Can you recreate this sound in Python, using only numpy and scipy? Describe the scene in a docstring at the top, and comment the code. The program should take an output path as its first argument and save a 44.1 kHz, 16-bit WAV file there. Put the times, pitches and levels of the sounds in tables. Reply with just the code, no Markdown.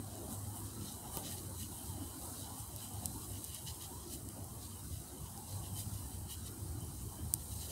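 """Hands sweep dry leaves and sand: dense grains ring a hollow scrape and a crisp crackle, stroke by stroke.
Twigs and dry leaves snap as short rings, thrown back by the ground and a trunk.
One soft knock on the ground is a sum of dull modes.
Behind lie a far rumble with a hum and a murmur, and the canopy's steady hiss, all shaped from noise.
One microphone feeds both channels."""
import sys
import numpy as np
from scipy import signal
from scipy.io import wavfile
from scipy.ndimage import uniform_filter1d

SR = 44100
rng = np.random.default_rng(int(sys.argv[2]) if len(sys.argv) > 2 else 0)


def store_wav(level_fs):
    """Save 16-bit WAV to argv[1]."""
    pcm = np.round(np.clip(np.atleast_2d(level_fs), -1, 1) * 32767)
    wavfile.write(sys.argv[1], SR, pcm.T.astype(np.int16))


def amplitude_ratio(level_db):
    """Convert a level in decibels to the matching linear amplitude (field) ratio."""
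    exponent = np.asarray(level_db, float) / 20
    return 10 ** exponent


N = 340263


def evened(x):
    """Scales to rms 1."""
    return x / np.sqrt(np.mean(x ** 2) + 1e-20)


def follow(rows):
    """Joins the columns of a curve by straight lines, one value a sample."""
    s, *columns = np.transpose(rows)
    return [np.interp(np.arange(N) / SR, s, column) for column in columns]


def read(points, hz):
    """Reads a spectrum on a log-frequency axis."""
    f, value = np.transpose(points)
    return np.interp(np.log(hz + 1), np.log(f + 1), value)


def wander(per_s):
    """Slow chance of rms 1: sines of random phase, per_s/8 to per_s cycles a second, the slow ones stronger."""
    t = np.arange(0, N / SR + .02, .005)
    rates_hz = np.geomspace(per_s / 8, per_s, 24)
    slow = sum(np.sin(2 * np.pi * (f * t + rng.random())) / np.sqrt(f) for f in rates_hz)
    return np.interp(np.arange(N) / SR, t, evened(slow))


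def ring(hz, t60_s, rise_s, t):
    """A mode that builds up quickly and dies away."""
    shape = amplitude_ratio(-60 * t / t60_s) * (1 - np.exp(-t / rise_s)) ** 2
    return shape / shape.max() * np.sin(2 * np.pi * hz * t)


def coloured_noise(spectrum, size):
    """Random short-time spectra of a given colour, overlapped to rms 1."""
    hop = size // 4
    hz = np.fft.rfftfreq(size, 1 / SR)
    real, imag = rng.standard_normal((N // hop + 5, len(hz), 2)).T
    z = (real + 1j * imag) * amplitude_ratio(read(spectrum, hz)[:, None])
    return evened(signal.istft(z, nperseg=size, noverlap=size - hop)[1][:N])


def sweeping():
    """Grains ring the litter: lower hollow and scrape share one rub, the crackle has its own grains."""
    # Each row: centre in Hz, width in Hz, level in dB.
    hollow_modes = [(1810, 380, -12.5), (2920, 174, -2.5), (3100, 200, -2.5)]
    # Each row: centre in Hz, width in Hz, level in dB.
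    scrape_modes = [(3980, 334, -1.5), (4870, 500, -4.5), (6610, 1560, -5.5)]
    # Each row: centre in Hz, width in Hz, level in dB.
    crackle_modes = [(8470, 1410, 2), (10660, 1480, 2), (13400, 4600, -3)]
    scrape_gain, crackle_gain, hollow_gain = effort()
    rub = grains(per_s=6000, spread_db=1.5)
    hollow = resonate(resonate(rub, hollow_modes), [(3050, 880, 0), (1890, 270, 0)])
    scrape = resonate(resonate(rub, scrape_modes), [(4900, 6200, 0)])
    cracks = grains(per_s=12000, spread_db=0.0)
    crackle = resonate(resonate(cracks, crackle_modes), [(10700, 7900, 0)])
    return hollow_gain * evened(hollow) - scrape_gain * evened(scrape) + crackle_gain * evened(crackle)


def effort():
    """Gains of scrape, crackle and hollow: the powers of the stirring and of every stroke add up."""
    # Litter shifting under knees and cloth. Each row: time in seconds, scrape level in dB.
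    stirring = [(0, -65), (.5, -62), (.8, -64.5), (1.2, -60.5), (1.5, -63.5), (2.3, -61.5), (2.9, -62.5),
                (3.3, -61), (3.9, -64), (4.3, -66), (4.9, -64.5), (5.4, -64), (5.9, -62.5), (6.3, -65),
                (6.8, -66), (7.35, -63.5), (7.5, -61), (7.72, -58.5)]
    # Scrape, crackle, hollow of the stirring. Each row: level over the stirring in dB, rms wander in dB.
    stir_layers = [(0, 2), (8.5, .9), (-9.5, 2.5)]
    # Hand strokes. Each row: peak time in seconds, length in seconds, scrape level in dB,
    # crackle over scrape in dB, lower hollow over scrape in dB.
    strokes = [(0.33, 0.063, -61, 12, -14), (.58, 0.085, -66, 14.5, -1), (0.662, .05, -59.5, 5, -12),
               (0.87, 0.13, -57, 0, -6.5), (1.07, .06, -64.5, -2, -6), (1.165, 0.096, -58, 11.5, -4),
               (1.269, 0.083, -51, 0, -6), (1.324, 0.054, -52.5, 4.5, -2.5), (1.383, 0.044, -55.5, -8, -6),
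               (1.611, 0.1, -56.5, 7, -2), (1.76, 0.098, -61.5, 8, -3), (1.87, 0.15, -59.5, 7, -9),
               (2.241, 0.071, -62, 9, -7), (2.406, 0.17, -59, 3.5, -10), (2.6, .09, -60.5, 8, -4.5),
               (2.709, .14, -69, -5, 0), (2.832, 0.11, -59.5, 7, -2.5), (3.05, 0.059, -62.5, 3, -3),
               (3.234, .06, -59.5, 2, -9), (3.464, .05, -58, -4, -12), (3.51, 0.061, -63, 0, 1),
               (3.56, 0.083, -54, 0, -4), (3.683, 0.06, -50.5, 0.5, -4), (3.747, .04, -59.5, 3, -3.5),
               (3.829, .08, -54, 2, -4), (4.01, 0.082, -70.5, 3, 2), (4.133, .07, -56, 7, -6.5),
               (4.3, .06, -72, 3, 4), (4.635, .07, -57, 2, -17), (4.946, 0.086, -62, -3, -5),
               (5.262, .05, -67.5, 0, 4), (5.515, 0.098, -57.5, 2, -9), (5.654, .06, -59.5, 3, -1.5),
               (5.79, 0.076, -53.5, 8.5, -5.5), (5.971, 0.098, -61.5, 2, -4), (6.138, .08, -65.5, 4, -1),
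               (6.319, 0.064, -53.5, 5.5, -2), (6.47, 0.042, -55, 2.5, -5.5), (6.699, 0.13, -71, 7, -2),
               (7.019, .07, -65, 9, -3), (7.189, 0.065, -71, -1, 5), (7.412, .04, -65.5, 3, 0),
               (7.53, 0.054, -59, 3, -6), (7.635, 0.054, -63, 3, 1), (7.71, .04, -51.5, -5, -7)]
    rise_share, fall_share = 0.32, 0.38  # of a stroke's length, to 1/e of its peak power
    stir_db, t = follow(stirring)[0], np.arange(N) / SR
    power = amplitude_ratio([stir_db + over_db + wander_db * wander(9) for over_db, wander_db in stir_layers]) ** 2
    for peak_s, length_s, scrape_db, crackle_db, hollow_db in strokes:
        near = slice(max(0, round((peak_s - 2 * length_s) * SR)), round((peak_s + 2 * length_s) * SR))
        late_s = t[near] - peak_s
        share = np.where(late_s < 0, rise_share, fall_share)
        arch = np.exp(-(late_s / (length_s * share)) ** 2)
        power[:, near] += amplitude_ratio(scrape_db + np.array([[0], [crackle_db], [hollow_db]])) ** 2 * arch
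    return np.sqrt(power)


def grains(per_s, spread_db):
    """Tiny cracks at random times; spread_db makes a few much larger than the rest."""
    size = amplitude_ratio(spread_db * np.minimum(rng.exponential(1, N), 5))
    return evened(size * rng.standard_normal(N) * (rng.random(N) < per_s / SR))


def resonate(x, modes):
    """Sums band-pass resonances, neighbours in opposite sign."""
    out = 0
    for k, (hz, width_hz, db) in enumerate(modes):
        b, a = signal.iirpeak(min(hz, .45 * SR), hz / width_hz, SR)
        out = out + (-1) ** k * amplitude_ratio(db) * signal.lfilter(b, a, x)
    return out


def snaps():
    """Each break: a bright ring of a few cycles and a duller crack, then echoes."""
    # Each row: time in seconds, level in dB, ring in Hz, dull part relative to the snap in dB.
    breaks = [(0.1531, -35, 8390, -14), (0.3211, -37, 9000, -18), (0.3262, -31, 9260, -15),
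              (0.9234, -33, 9500, -14), (1.17, -22, 13800, -10), (1.7853, -36, 10300, -10),
              (2.761, -27.5, 11000, -10), (2.9347, -35, 9000, -14), (3.0563, -16.5, 9000, -11),
              (3.317, -34, 8410, -17), (3.4409, -26, 9700, -15), (3.446, -27.5, 8600, -13),
              (3.546, -26.5, 9600, -13), (4.2873, -30, 8800, -11), (4.4423, -34.5, 10300, -14),
              (5.3757, -35, 8600, -3), (5.9372, -38, 9490, -9), (6.805, -35.5, 8000, -20),
              (6.8466, -37, 10030, -11), (7.3374, -9, 9300, -13)]
    # Ground and trunk throw a snap back. Each row: delay in seconds, level in dB.
    echoes = [(.0009, -18), (.0026, -24), (.0103, -24.5)]
    out, t = np.zeros(N + SR), np.arange(400) / SR
    colour = rng.uniform(1.0, 1.03, (len(breaks), 2))
    for (s, level_db, hz, dull_db), (upper_ratio, dull_ratio) in zip(breaks, colour):
        bright = 0.88 * ring(hz, 0.00083, 0.0003, t)
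        bright = bright + 0.48 * ring(min(1.42 * upper_ratio * hz, 15000), 0.0014, 0.00014, t)
        dull = amplitude_ratio(dull_db) * ring(5500 * dull_ratio, 0.00095, 0.00049, t)
        at = round((s + 0.0013) * SR)  # rings start 1.3 ms after the listed time
        out[at:at + len(t)] += amplitude_ratio(level_db) * (bright + dull)
    # small twigs radiate little bass
    out = signal.sosfilt(signal.butter(1, 1800, "high", fs=SR, output="sos"), out)
    paths = np.zeros(SR // 20)
    paths[0] = 1
    for delay_s, db in echoes:
        paths[round(delay_s * SR)] = amplitude_ratio(db)
    decay = amplitude_ratio(-36 - 60 * np.arange(len(paths)) / SR / 0.028)  # t60 28 ms
    undergrowth = decay * rng.standard_normal(len(paths))
    return signal.oaconvolve(out, paths + undergrowth)[:N]


def knock():
    """A push on soft ground rings a few dull modes."""
    # Each row: start in seconds, level in dB.
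    knocks = [(1.1722, -31)]
    # Modes of the ground. Each row: frequency in Hz, relative level in dB, t60 in seconds.
    ground = [(180, -8, 0.028), (330, -2.5, 0.023), (520, -10, 0.026), (920, -11, 0.03), (1190, -16, 0.057),
              (2450, -3.5, .0012), (4170, -16, 0.00081)]
    out, t = np.zeros(N), np.arange(4000) / SR
    thud = sum(amplitude_ratio(db) * ring(hz, t60_s, .0001, t) for hz, db, t60_s in ground)
    for s, level_db in knocks:
        at = round(s * SR)
        out[at:at + len(t)] += amplitude_ratio(level_db) * thud
    return out


def rumble():
    """Distant traffic and wind: lumpy bass and wide upper noise, a hum and a murmur that wanders."""
    # Bass colour. Each row: frequency in Hz, relative density in dB per Hz.
    bass_colour = [(20, -18.5), (40, -24), (62, -1.5), (110, -5.5), (160, -14), (250, -24.5), (400, -74)]
    # Upper colour. Each row: frequency in Hz, relative density in dB per Hz.
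    upper_colour = [(90, -31), (140, -5.5), (200, 0), (350, -3.5), (470, -14), (800, -19.5), (1300, -19),
                    (1750, -26.5), (2400, -35.5), (3500, -70)]
    # Slow drift. Each row: time in seconds, bass level in dB, upper level in dB.
    swell = [(0, -50, -54), (.6, -50.5, -53.5), (1.3, -50, -53.5), (1.8, -51, -53), (2.6, -49.5, -54.5),
             (3.6, -50.5, -56.5), (4.3, -50.5, -55.5), (5.2, -50.5, -56), (5.7, -47.5, -55.5),
             (6.3, -48.5, -54.5), (7.0, -46.5, -54.5), (7.72, -46, -57)]
    # Far hum. Each row: time in seconds, pitch in Hz, level in dB.
    hum_curve = [(0, 100, -51), (.32, 101.9, -55), (.55, 103.2, -46.5), (1.1, 104.8, -56.5),
                 (1.4, 91.5, -51), (2.3, 91, -51), (2.5, 98, -63.5), (3.0, 104, -51.5), (3.35, 95.5, -52),
                 (4.0, 95, -64), (4.4, 97.1, -54), (5.1, 95.6, -51), (5.4, 99.8, -65), (5.55, 97.8, -48.5),
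                 (6.0, 96.8, -50.5), (6.96, 99, -51), (7.25, 97, -58), (7.72, 99.6, -54)]
    # Murmur of far traffic. Each row: time in seconds, level in dB.
    murmur_curve = [(0, -63.5), (.4, -58.5), (.56, -56.5), (.8, -62.5), (1.08, -56), (1.19, -55),
                    (1.26, -57), (1.5, -63.5), (1.9, -61), (2.3, -58.5), (3.1, -60.5), (4.1, -62.5),
                    (4.5, -60), (4.95, -67), (5.15, -62.5), (5.6, -60), (6.5, -64.5), (7.72, -61.5)]
    gusts_per_s = 8
    bass_db, upper_db = follow(swell)
    bass = amplitude_ratio(bass_db + 2 * wander(gusts_per_s)) * coloured_noise(bass_colour, size=4096)
    upper = amplitude_ratio(upper_db + 1.4 * wander(gusts_per_s)) * coloured_noise(upper_colour, size=4096)
    hum_hz, hum_db = follow(hum_curve)
    hum = amplitude_ratio(hum_db) * fuzzy_tone(hum_hz, width_hz=12.2, steady=0.52)
    murmur_db = follow(murmur_curve)[0] + 1.5 * wander(6)
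    murmur_hz = 839 + 60.02 * wander(6)
    murmur = amplitude_ratio(murmur_db) * fuzzy_tone(murmur_hz, width_hz=435, steady=0)
    return bass + upper + hum + murmur


def fuzzy_tone(hz, width_hz, steady):
    """A tone on the curve hz: its strength and phase drift at the pace of width_hz around a steady part."""
    r = np.exp(-np.pi * width_hz / SR)
    drift = rng.standard_normal(N) + 1j * rng.standard_normal(N)
    drift = signal.lfilter([1], [1, -2 * r, r * r], drift)
    drift = steady + drift / np.sqrt(np.mean(abs(drift) ** 2))
    return evened((drift * np.exp(2j * np.pi * np.cumsum(hz) / SR)).real)


def canopy():
    """Smooth steady hiss of many far leaves, as coloured noise."""
    # Each row: frequency in Hz, relative density in dB per Hz.
    colour = [(1060, -38), (1800, -17), (2450, -12.5), (3070, -7.5), (3480, -16), (3920, -17), (4250, -4),
              (7440, -0.5), (8360, 7), (14900, -5.5), (15600, 3)]
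    level_db = -55
    return amplitude_ratio(level_db) * coloured_noise(colour, size=1024)


def uneven_bands(x, patch_hz, patch_s):
    """Makes band levels uneven: random gains in patches of frequency and time."""
    # Each row: frequency in Hz, rms depth in dB.
    depth = [(150, 2.2), (500, 3.4), (1000, 3.5), (2000, 2.6), (3200, 3.6), (4500, 2.8), (6500, 1.7),
             (15000, .9)]
    hz, t, z = signal.stft(x, SR, nperseg=1024, noverlap=768)
    patches = rng.standard_normal(z.shape[::-1]).T
    for _ in range(2):
        patches = uniform_filter1d(patches, max(1, round(patch_hz / hz[1])), 0)
        patches = uniform_filter1d(patches, max(1, round(patch_s / (t[1] - t[0]))), 1)
    depth_db = read(depth, hz)[:, None]
    keep_power_db = -depth_db ** 2 * np.log(10) / 20  # holds the mean power of Gaussian dB swings
    z = z * amplitude_ratio(depth_db * evened(patches) + keep_power_db)
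    return signal.istft(z, SR, nperseg=1024, noverlap=768)[1][:N]


def scene():
    """All sources on two equal channels; uneven band levels apply to the bed, not to snaps and knock."""
    bed = uneven_bands(sweeping() + rumble() + canopy(), patch_hz=100, patch_s=.045)
    return np.tile(bed + snaps() + knock(), (2, 1))


def top_cut(x):
    """Nothing passes above the cut-off."""
    return signal.sosfilt(signal.butter(12, 16820, fs=SR, output="sos"), x)


def record(dry):
    """The microphone drops the deepest bass; a steep low-pass limits the band."""
    thin = signal.sosfilt(signal.butter(2, 50, "high", fs=SR, output="sos"), dry)
    edge = signal.firwin(1023, 15720, window=("kaiser", 9), fs=SR)
    mix = signal.oaconvolve(thin, edge[None], "same")
    return top_cut(mix)


dry = scene()
out = record(dry)
store_wav(out)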